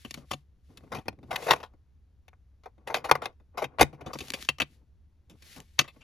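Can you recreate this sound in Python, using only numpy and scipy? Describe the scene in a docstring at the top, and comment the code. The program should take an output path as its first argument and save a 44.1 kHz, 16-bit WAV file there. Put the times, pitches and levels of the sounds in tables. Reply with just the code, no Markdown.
"""A sheet-metal pencil tin is shut, turned over twice, put down on a desk and opened, close to a phone.
Shut, it knocks hollowly as the pens tumble; open, its lid and rim clack brightly.
Each blow is a burst of noisy contact force that rings the damped modes of the panels.
Fingers tap and rub the metal, stirring the pens; paper slides over it: noise shaped by uneven slips.
The small quiet room adds a short decaying noise tail and a faint rumble of coloured noise."""
import sys
import numpy as np
from scipy import signal
from scipy.fft import rfft, irfft
from scipy.io import wavfile
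from scipy.ndimage import uniform_filter1d

SR = 44100
rng = np.random.default_rng(int(sys.argv[2]) if len(sys.argv) > 2 else 0)


def dump_mix(stems):
    """Bounce the given channels to the path in sys.argv[1] as a 16-bit WAV at rate SR."""
    frames = np.atleast_2d(stems).T  # one column per channel
    limited = np.clip(frames, -1, 1)  # hard clip at full scale
    pcm = np.round(limited * 32767).astype(np.int16)
    wavfile.write(sys.argv[1], SR, pcm)


N = 265923


def undb(db):
    """Decibels to gain."""
    return 10 ** (np.asarray(db) / 20)


def unit(x):
    """Scale to rms 1."""
    return x / np.sqrt(np.mean(x ** 2) + 1e-20)


def band(x, lo_hz, hi_hz, order=2):
    """Causal band-pass."""
    edges_hz = [lo_hz, min(hi_hz, .48 * SR)]
    return signal.sosfilt(signal.butter(order, edges_hz, "band", fs=SR, output="sos"), x)


def on_bins(hz, values, count):
    """Points joined on a log-frequency axis, one value per FFT bin."""
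    bins_hz = np.fft.rfftfreq(count, 1 / SR)
    return np.interp(np.log(bins_hz + 1), np.log(hz), values)


def colour(x, points):
    """Weight the spectrum by a curve through (frequency [Hz], level [dB]) points; rms 1."""
    gain = undb(on_bins(*np.transpose(points), N))
    return unit(irfft(rfft(x) * gain, N))


def pair(count, apart_db):
    """Noise at two ports: a shared part and a part of opposite sign."""
    mid, side = rng.standard_normal((2, count))
    return mid + undb(apart_db) * side * np.array([[1], [-1]])


def add(out, start_s, db, sound):
    """Mix a sound in at its moment and level."""
    start = int(start_s * SR)
    part = sound[:, :N - start]
    out[:, start:start + part.shape[1]] += undb(db) * part


# room rumble spectrum: (frequency [Hz], relative level [dB])
RUMBLE_SPECTRUM = [(15, -8.5), (30, -9), (50, -3), (68, 7.5), (100, -6), (150, -15.5), (300, -24.5),
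                   (600, -35), (2000, -43.5), (8000, -51.5), (16000, -59)]
RUMBLE_DB = -59


def rumble():
    """Steady noise, weighted to the lows, nearly alike at both ports."""
    return undb(RUMBLE_DB) * colour(pair(N, apart_db=-13.0), RUMBLE_SPECTRUM)


def friction(grain_db, catch_db, apart_db):
    """Noise whose level steps with tiny uneven slips and wavers as the surfaces catch, some 55 times a second."""
    slips = np.repeat(rng.exponential(size=N // 40 + 1), 40)[:N]
    catches = np.repeat(rng.standard_normal(N // 800 + 1), 800)
    catches = uniform_filter1d(catches, 300)[:N]
    level_db = grain_db * np.minimum(slips, 5) + catch_db * catches
    return pair(N, apart_db) * undb(level_db)


def strokes(starts_s, lengths_s, levels_db, attack_s, release_s):
    """Gain of movements that swell, hold and fade; attack and release each span 30 dB."""
    t = np.arange(0, N, 64) / SR
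    gain = 0
    for start_s, length_s, db in zip(starts_s, lengths_s, levels_db):
        before = np.maximum((start_s - t) / attack_s, 0)
        after = np.maximum((t - start_s - length_s) / release_s, 0)
        gain = np.maximum(gain, undb(db - 30 * (before + after)))
    return np.interp(np.arange(N) / SR, t, gain)


# sliding spectrum: (frequency [Hz], relative level [dB])
SLIDE_SPECTRUM = [(1000, -13.5), (1900, 2.5), (3000, 1.5), (4200, 1), (6000, -2.5), (8000, -2),
                  (11000, -5.5), (13500, -7.5), (14500, -15)]
# paper and sleeve sliding over the metal: (start [s], length [s], level [dB])
SLIDES = [(.01, 0.18, -63), (0.312, .04, -65), (0.68, 0.34, -76), (1.439, 0.084, -47.5), (4.2, 0.1, -53),
          (4.406, 0.022, -47.5), (4.712, 0.033, -69.5), (5.481, .1, -55), (5.604, 0.17, -71.5),
          (5.947, 0.066, -74)]


def sliding():
    """Paper and sleeve rub the metal: friction noise plus tiny ticks of snagging fibres."""
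    snags_per_s = 220
    snags = (rng.random(N) < snags_per_s / SR) * rng.standard_normal(N)
    rubbing = unit(friction(grain_db=1.5, catch_db=1.2, apart_db=-8.5))
    slide = colour(rubbing + undb(-15) * unit(snags), SLIDE_SPECTRUM)
    return slide * strokes(*np.transpose(SLIDES), attack_s=.16, release_s=0.11)


def chatter(t, rise_s, t60_s, quickening, grain_db):
    """Contact force: builds, then fades unevenly, dropping faster and faster towards its end."""
    swell = np.minimum(t / max(rise_s, 1e-4), 1)
    age = np.maximum(t - rise_s, 0) / t60_s
    steps = np.repeat(rng.standard_normal(len(t) // 32 + 1), 32)[:len(t)]
    unevenness = undb(grain_db * steps)
    fade = undb(-60 * (age + quickening * age ** 2))
    return pair(len(t), apart_db=-10.5) * unevenness * swell * fade


def ring(force, modes, ring_db, damping):
    """Force through a panel: the direct crack plus modes whose shares depend on the spot."""
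    t = np.arange(SR // 12) / SR
    hz, t60_s, db = np.transpose(modes)[:, :, None]
    spot, detune = rng.standard_normal((2, len(modes), 1))
    # hand and contents damp every mode by 60 dB within 100 cycles
    decay_per_s = np.log(1000) * np.maximum(damping / t60_s, hz / 100)
    size = undb(db + ring_db + 2 * spot) * 2 * decay_per_s / SR
    waves = np.cos(2 * np.pi * hz * (1 + 0.012 * detune) * t)
    response = np.sum(size * np.exp(-decay_per_s * t) * waves, axis=0)
    response[0] += 1  # direct crack
    return signal.fftconvolve(force, response[None])[:, :force.shape[1]]


def shimmer(x, dense_db, t60_s):
    """Countless weak modes of thin sheet: a short dense ring that differs from spot to spot."""
    t = np.arange(SR // 30) / SR
    dense = unit(rng.standard_normal(len(t)) * undb(-60 * t / t60_s))
    response = undb(dense_db) * dense / np.sqrt(len(t))
    response[0] += 1
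    return signal.fftconvolve(x, response[None])[:, :x.shape[1]]


# tin and desk moving together: (frequency [Hz], t60 before damping [s], level before ring gain [dB])
DESK_MODES = [(91, 0.028, -2.5), (140.4, 0.21, 10.5), (243, 0.038, -4), (324, 0.012, 1.5)]


def knock(modes, ring_db, damping, rise_s, t60_s, body_hz, thump_db, clack_db, tick_db):
    """One blow: hollow body, panel clack, contact tick and a slower low thump; dB relative to body."""
    t = np.arange(SR // 7) / SR
    force = chatter(t, rise_s, t60_s, quickening=.09, grain_db=2.6)
    metal = ring(force, modes, ring_db, damping)
    bright = shimmer(metal, dense_db=-4, t60_s=.012)
    body = band(metal, 280, 2200, order=3)
    body = band(body, body_hz / 1.32, body_hz * 1.427, order=1)
    clack = band(bright, 1550, 3700, order=3)
    tick = band(bright.mean(axis=0), 4800, 23000, order=3)
    tick = band(tick, 1800, 4200, order=1)
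    # tin, hand and desk move as a whole, more slowly
    push = chatter(t, rise_s + 0.0044, t60_s + 0.022, quickening=.22, grain_db=2)
    thump = band(ring(push, DESK_MODES, ring_db=8.0, damping=0.98), 50, 300)
    parts = unit(body) + undb(thump_db) * unit(thump)
    parts += undb(clack_db) * unit(clack) + undb(tick_db) * unit(tick)
    return parts * np.sqrt(SR / 100 / len(t))  # body energy equals rms 1 over 10 ms


def on_desk(blows, strike):
    """Blows to the tin resting on the desk: the stronger the thump, the lower the body."""
    body_hz_at_0db_thump, thump_db_per_octave = 667, 43.5
    out = np.zeros((2, N))
    for start_s, db, rise_s, t60_s, thump_db, clack_db, tick_db in blows:
        body_hz = body_hz_at_0db_thump * 2 ** (-thump_db / thump_db_per_octave)
        add(out, start_s, db, strike(rise_s, t60_s, body_hz, thump_db, clack_db, tick_db))
    return out


# open panels: (frequency [Hz], t60 before damping [s], level before ring gain [dB])
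OPEN_MODES = [(533, 0.038, 8.5), (741, 0.099, 2), (1110, .06, -0.5), (1174, 0.02, 6.5), (2090, 0.15, -1.5),
              (2030, 0.024, 2), (2426, 0.009, 7.5), (2662, 0.05, 11.5), (2973, 0.016, 6),
              (3470, 0.034, 5.5), (4607, 0.045, 3), (5575, 0.049, -1), (6600, 0.038, 5.5),
              (7300, 0.026, -1.5), (7900, .02, -6), (9910, 0.014, 1.5), (11100, 0.025, -45),
              (11900, 0.023, -17.5), (14700, .015, 14.5)]


def open_knock(rise_s, t60_s, body_hz, thump_db, clack_db, tick_db):
    """Blow on the open tin: lying on the desk, it rings less."""
    return knock(OPEN_MODES, 4, 1.4, rise_s, t60_s, body_hz, thump_db, clack_db, tick_db)


# lid and rim of the open tin: (time [s], body level over 10 ms [dB], force rise [s], force t60 before
# quickening [s], thump [dB re body], clack [dB re body], tick [dB re body])
LID_CLACKS = [(.047, -47.5, 0.0016, 0.064, 7.5, 6, -2.5), (0.1723, -50.5, 0.0006, 0.082, 8.5, -5.5, -9),
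              (.307, -31.5, 0.011, 0.027, -5.5, -1.5, -4.5), (.326, -37, 0.011, 0.032, -3, 1.5, -3.5),
              (4.06, -37.5, 0.0029, 0.11, 2, -7.5, -13), (4.131, -38, 0.0031, 0.086, -13.5, -4, -1.5),
              (4.148, -39, 0.0095, 0.042, 1, -15, -26), (4.204, -48, 0.0024, 0.061, 9, 10, 5),
              (4.336, -38.5, 0.00017, 0.065, -0.5, 7.5, 3), (4.4876, -30, 0.00098, 0.035, -9, 11, 0.5),
              (4.584, -49.5, 0.00061, 0.025, -6, 3, -2.5), (4.6002, -30.5, 0.00023, 0.063, -7, 8.5, -2),
              (4.6171, -35, .0005, 0.039, 0.5, 10, -2), (5.782, -44.5, 0.0057, .028, -12.5, 2, -13),
              (5.7899, -25, 0.00037, 0.042, -6.5, 10, 5.5), (5.809, -39, 0.0023, .049, 0, 5, 1),
              (5.8396, -49.5, 0.002, 0.1, -3, -1, -11), (5.8745, -51, 0.0079, 0.082, -9, 5.5, -3),
              (6.005, -64, .007, 0.19, -9, 11.5, -1)]


def lid_clacks():
    """Lid and rim meet and ring the open panels."""
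    return on_desk(LID_CLACKS, open_knock)


# hinge, pen clips, sticker sheet: (time [s], level before body offset [dB], force t60 before quickening [s])
TICKS = [(0.1081, -40.5, 0.021), (.1407, -40.5, 0.032), (0.7723, -51, 0.042), (4.1874, -41, 0.041),
         (4.2828, -49, 0.0044), (4.303, -35, 0.0027), (4.32, -48.5, 0.0033), (4.4247, -44.5, 0.0086),
         (4.448, -49, 0.03), (5.2969, -57.5, 0.11), (5.4223, -55, 0.051), (5.5617, -52, 0.046),
         (5.6014, -51, 0.011)]
TICK_BODY_OFFSET_DB = -13


def ticks():
    """Light, hard contacts that hardly move the body of the tin or ring its panels."""
    out = np.zeros((2, N))
    for start_s, db, t60_s in TICKS:
        tick = knock(OPEN_MODES, ring_db=-8.5, damping=1.4, rise_s=0.00087, t60_s=t60_s,
                     body_hz=740, thump_db=4, clack_db=11.5, tick_db=12)
        add(out, start_s, db + TICK_BODY_OFFSET_DB, tick)
    return out


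# shut panels: (frequency [Hz], t60 before damping [s], level before ring gain [dB])
SHUT_MODES = [(484, 0.03, 3.5), (454, 0.021, -0.5), (631, 0.014, -5.5), (747, 0.042, 1.5),
              (886, 0.076, -3.5), (1000, 0.086, -6), (1110, 0.03, -1), (1452, 0.063, -0.5),
              (1870, 0.079, -4), (1975, 0.047, -3), (2120, 0.028, 6), (2366, .045, 5.5), (2510, 0.017, 6.5),
              (2890, 0.057, -1), (3690, 0.098, -3), (4270, .03, -5.5), (4960, 0.047, -2),
              (6120, 0.079, -2.5), (9600, 0.0022, -4.5), (11880, 0.06, -6.5), (12560, 0.011, -0.5),
              (15400, 0.0036, 6.5)]


def shut_knock(rise_s, t60_s, body_hz, thump_db, clack_db, tick_db):
    """Blow on the shut tin: its panels ring more freely."""
    return knock(SHUT_MODES, 7, 1.25, rise_s, t60_s, body_hz, thump_db, clack_db, tick_db)


def jostle(rub_gain):
    """Loose pens nudge the tin at random moments, as strongly as the hand rubs it."""
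    nudges, db_re_rub = 36, 3.5
    out = np.zeros((2, N))
    for when in rng.random(nudges):
        nudge = shut_knock(rise_s=.002, t60_s=.05, body_hz=750, thump_db=-7, clack_db=-7.5, tick_db=-14.5)
        add(out, when * N / SR, db_re_rub, rub_gain[int(when * N)] * nudge)
    return out


# hand takes hold and shifts the tin: (start [s], length [s], soft bumping [dB], finger rubbing [dB])
GRIPS = [(0.147, 0.097, -59, -65), (0.704, 0.12, -59, -68.5), (.83, .05, -54.5, -62),
         (0.931, 0.057, -40, -48.5), (1.1, 0.044, -52, -76), (1.187, 0.13, -55.5, -80),
         (1.303, 0.3, -56, -50), (1.627, 0.13, -77, -76), (2.79, 0.067, -79.5, -74.5),
         (2.873, 0.19, -58.5, -56), (3.066, 0.23, -58.5, -49), (3.558, 0.35, -62.5, -61.5),
         (3.869, 0.074, -58, -62.5), (3.997, 0.12, -56.5, -51), (4.229, 0.18, -59.5, -57.5),
         (4.633, 0.2, -68, -83), (5.308, 0.049, -57, -70.5), (5.428, .09, -67.5, -70.5),
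         (5.566, 0.056, -51, -57), (5.949, 0.07, -69.5, -70)]


def gripping():
    """The hand bumps the tin as a whole, rubs its panels by friction and stirs the pens."""
    starts_s, lengths_s, *levels_db = np.transpose(GRIPS)
    bump_gain, rub_gain = (strokes(starts_s, lengths_s, db, attack_s=0.044, release_s=0.035)
                           for db in levels_db)
    bump_force = friction(grain_db=0, catch_db=2.0, apart_db=-16.5)
    bump = unit(band(ring(bump_force, DESK_MODES, ring_db=1.5, damping=2.4), 61, 320))
    rub_force = friction(grain_db=2, catch_db=4.0, apart_db=-6.5)
    rub = unit(band(ring(rub_force, SHUT_MODES, ring_db=5.5, damping=1.), 260, 1250, order=3))
    return bump * bump_gain + rub * rub_gain + jostle(rub_gain)


# soft fingertips landing: (time [s], body level over 10 ms [dB], force t60 before quickening [s])
TAPS = [(0.7007, -66.5, 0.069), (0.8341, -58, .07), (1.0543, -50.5, 0.19), (1.126, -57.5, .035),
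        (1.187, -60.5, 0.025), (1.229, -53, 0.081), (1.734, -63.5, 0.054), (2.7779, -63.5, 0.056),
        (3.398, -65, .085), (3.928, -48, 0.11), (4.0164, -52, 0.046), (5.2968, -60, 0.16),
        (5.5606, -54.5, 0.081), (5.9613, -61, 0.037)]


def taps():
    """Soft fingertips land on the tin: mostly thump, little metal."""
    out = np.zeros((2, N))
    for start_s, db, t60_s in TAPS:
        tap = shut_knock(rise_s=.0018, t60_s=t60_s, body_hz=557, thump_db=5.5, clack_db=-11.5, tick_db=-19)
        add(out, start_s, db, tap)
    return out


# shut tin pressed and set down: (time [s], body level over 10 ms [dB], force rise [s], force t60 before
# quickening [s], thump [dB re body], clack [dB re body], tick [dB re body])
DESK_BLOWS = [(.917, -31.5, .0046, 0.15, -27, -8, -15.5), (.947, -35, .001, 0.13, -7.5, -4, -9.5),
              (1.0815, -30, 0.00085, 0.025, -5.5, -2, -10), (3.641, -34.5, .0016, .047, -4.5, 1.5, -10),
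              (3.785, -31.5, .0004, 0.068, -28, -5, -24.5), (3.791, -21, .0056, .067, -8.5, -4.5, -16.5),
              (3.8085, -9.5, .0022, .053, -9, -4.5, -8), (3.826, -22.5, .0033, 0.013, -7.5, -1.5, -4.5)]


def desk_blows():
    """The shut tin knocks as it is pressed and set down on the desk."""
    return on_desk(DESK_BLOWS, shut_knock)


# pens hitting the shut tin turned in the air: (time [s], body level over 10 ms [dB], force rise [s],
# force t60 before quickening [s], body centre [Hz], hardness [dB])
PEN_HITS = [(1.306, -28.5, 0.0094, .05, 685, -2), (1.326, -31.5, 0.0025, 0.18, 840, -1),
            (1.357, -36.5, 0.0055, .015, 945, 13.5), (1.374, -40, 0.0016, 0.17, 559.6, -3.5),
            (1.418, -39, 0.0069, .14, 640, 1), (1.463, -28.5, 0.0075, .07, 600, -3),
            (1.478, -22.5, 0.013, .065, 704, -3), (1.501, -24, .005, 0.033, 897, -1.5),
            (1.5076, -13, 0.00091, .055, 993.6, 3), (1.528, -21.5, .009, .018, 857.5, -0.5),
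            (1.559, -41, 0.0014, .065, 660, 0), (1.629, -37.5, 0.0015, .09, 961, -1),
            (2.2803, -57, 0.00099, .03, 831, 7.5), (2.3302, -58.5, 0.00091, .05, 978, -12),
            (2.6345, -58.5, 0.0017, 0.081, 890, 3), (2.657, -40, 0.00045, .066, 664.6, -11),
            (2.873, -34, 0.00094, .094, 843, 2.5), (2.8995, -30.5, 0.0007, .11, 660, -9.5),
            (2.942, -24, 0.00013, .063, 740, 5), (2.958, -30.5, 0.003, .096, 695, 2.5),
            (3.039, -29.5, 0.011, .09, 790, 0), (3.086, -27, 0.013, .02, 960, -5),
            (3.1122, -10, 0.001, .025, 920, 0), (3.1527, -26, .0005, .025, 1014, -4.5),
            (3.218, -31.5, .003, 0.085, 900, -4.5), (3.237, -40.5, 0.0017, 0.12, 880, 0.5),
            (3.2555, -32.5, 0.00059, .03, 734, 5.5), (3.572, -28, .007, .12, 788, -1),
            (3.618, -24.5, 0.0079, .057, 610, -8)]
PEN_THUMP_DB = -20  # in the air a pen has little weight to move
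SOFT_CLACK_DB, SOFT_TICK_DB = -6, -13.5  # re body at hardness 0


def tumbling():
    """Pens fall against the walls of the held tin; harder contact lifts clack and tick."""
    out = np.zeros((2, N))
    for start_s, db, rise_s, t60_s, body_hz, hard_db in PEN_HITS:
        clack_db, tick_db = SOFT_CLACK_DB + hard_db, SOFT_TICK_DB + hard_db
        add(out, start_s, db, shut_knock(rise_s, t60_s, body_hz, PEN_THUMP_DB, clack_db, tick_db))
    return out


def room(x, wet_db, boom_db, t60_s, boom_t60_s):
    """Short, dull tail from the walls, different at each port; the lows stay longer."""
    t = np.arange(SR // 2) / SR
    delayed = t > .008
    tail = band(rng.standard_normal((2, len(t))), 150, 4000, order=1) * undb(-60 * t / t60_s) * delayed
    boom = band(pair(len(t), apart_db=-15.0), 61, 200) * undb(-60 * t / boom_t60_s) * delayed
    walls = (undb(wet_db) * unit(tail) + undb(boom_db) * unit(boom)) / np.sqrt(len(t))
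    return signal.fftconvolve(x, walls, axes=1)[:, :N]


def scene():
    """The handled tin, its echo and the rumble of the room."""
    tin = sliding() + lid_clacks() + ticks() + gripping() + taps() + desk_blows() + tumbling()
    echo = room(tin, wet_db=-31.0, boom_db=-45.5, t60_s=0.16, boom_t60_s=0.29)
    return tin + echo + rumble()


# the phone's two ports: (frequency [Hz], left minus right [dB], left lead [rad])
PORTS = [(60, .3, 0), (300, 2.5, .05), (700, 3.5, .35), (1400, 4.4, .4), (1900, 2, .3), (2400, 3.8, .8),
         (3200, 4, .7), (3900, 5.3, -.2), (4500, 5.3, 0), (5000, 5.8, 1.1), (6100, 1.2, -.3),
         (7100, 1.5, -1.6), (8000, .5, -np.pi), (9100, 0, -np.pi), (10600, 0, -2 * np.pi),
         (12700, 0, -2 * np.pi), (13300, .5, -8.7), (14000, 0, -3 * np.pi)]
TOP_HZ = 15850


def record(dry):
    """The ports differ in level and phase; the loudest peaks are rounded and the top is cut."""
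    hz, *columns = np.transpose(PORTS)
    balance_db, lead_rad = (on_bins(hz, column, N) for column in columns)
    left = undb(balance_db / 2) * np.exp(1j * lead_rad)
    right = undb(-balance_db / 2)
    heard = irfft(rfft(dry) * np.array([left, right]), N)
    top_cut = signal.ellip(8, .2, 70, TOP_HZ, fs=SR, output="sos")
    return signal.sosfilt(top_cut, np.tanh(heard))


dry = scene()
out = record(dry)
dump_mix(out)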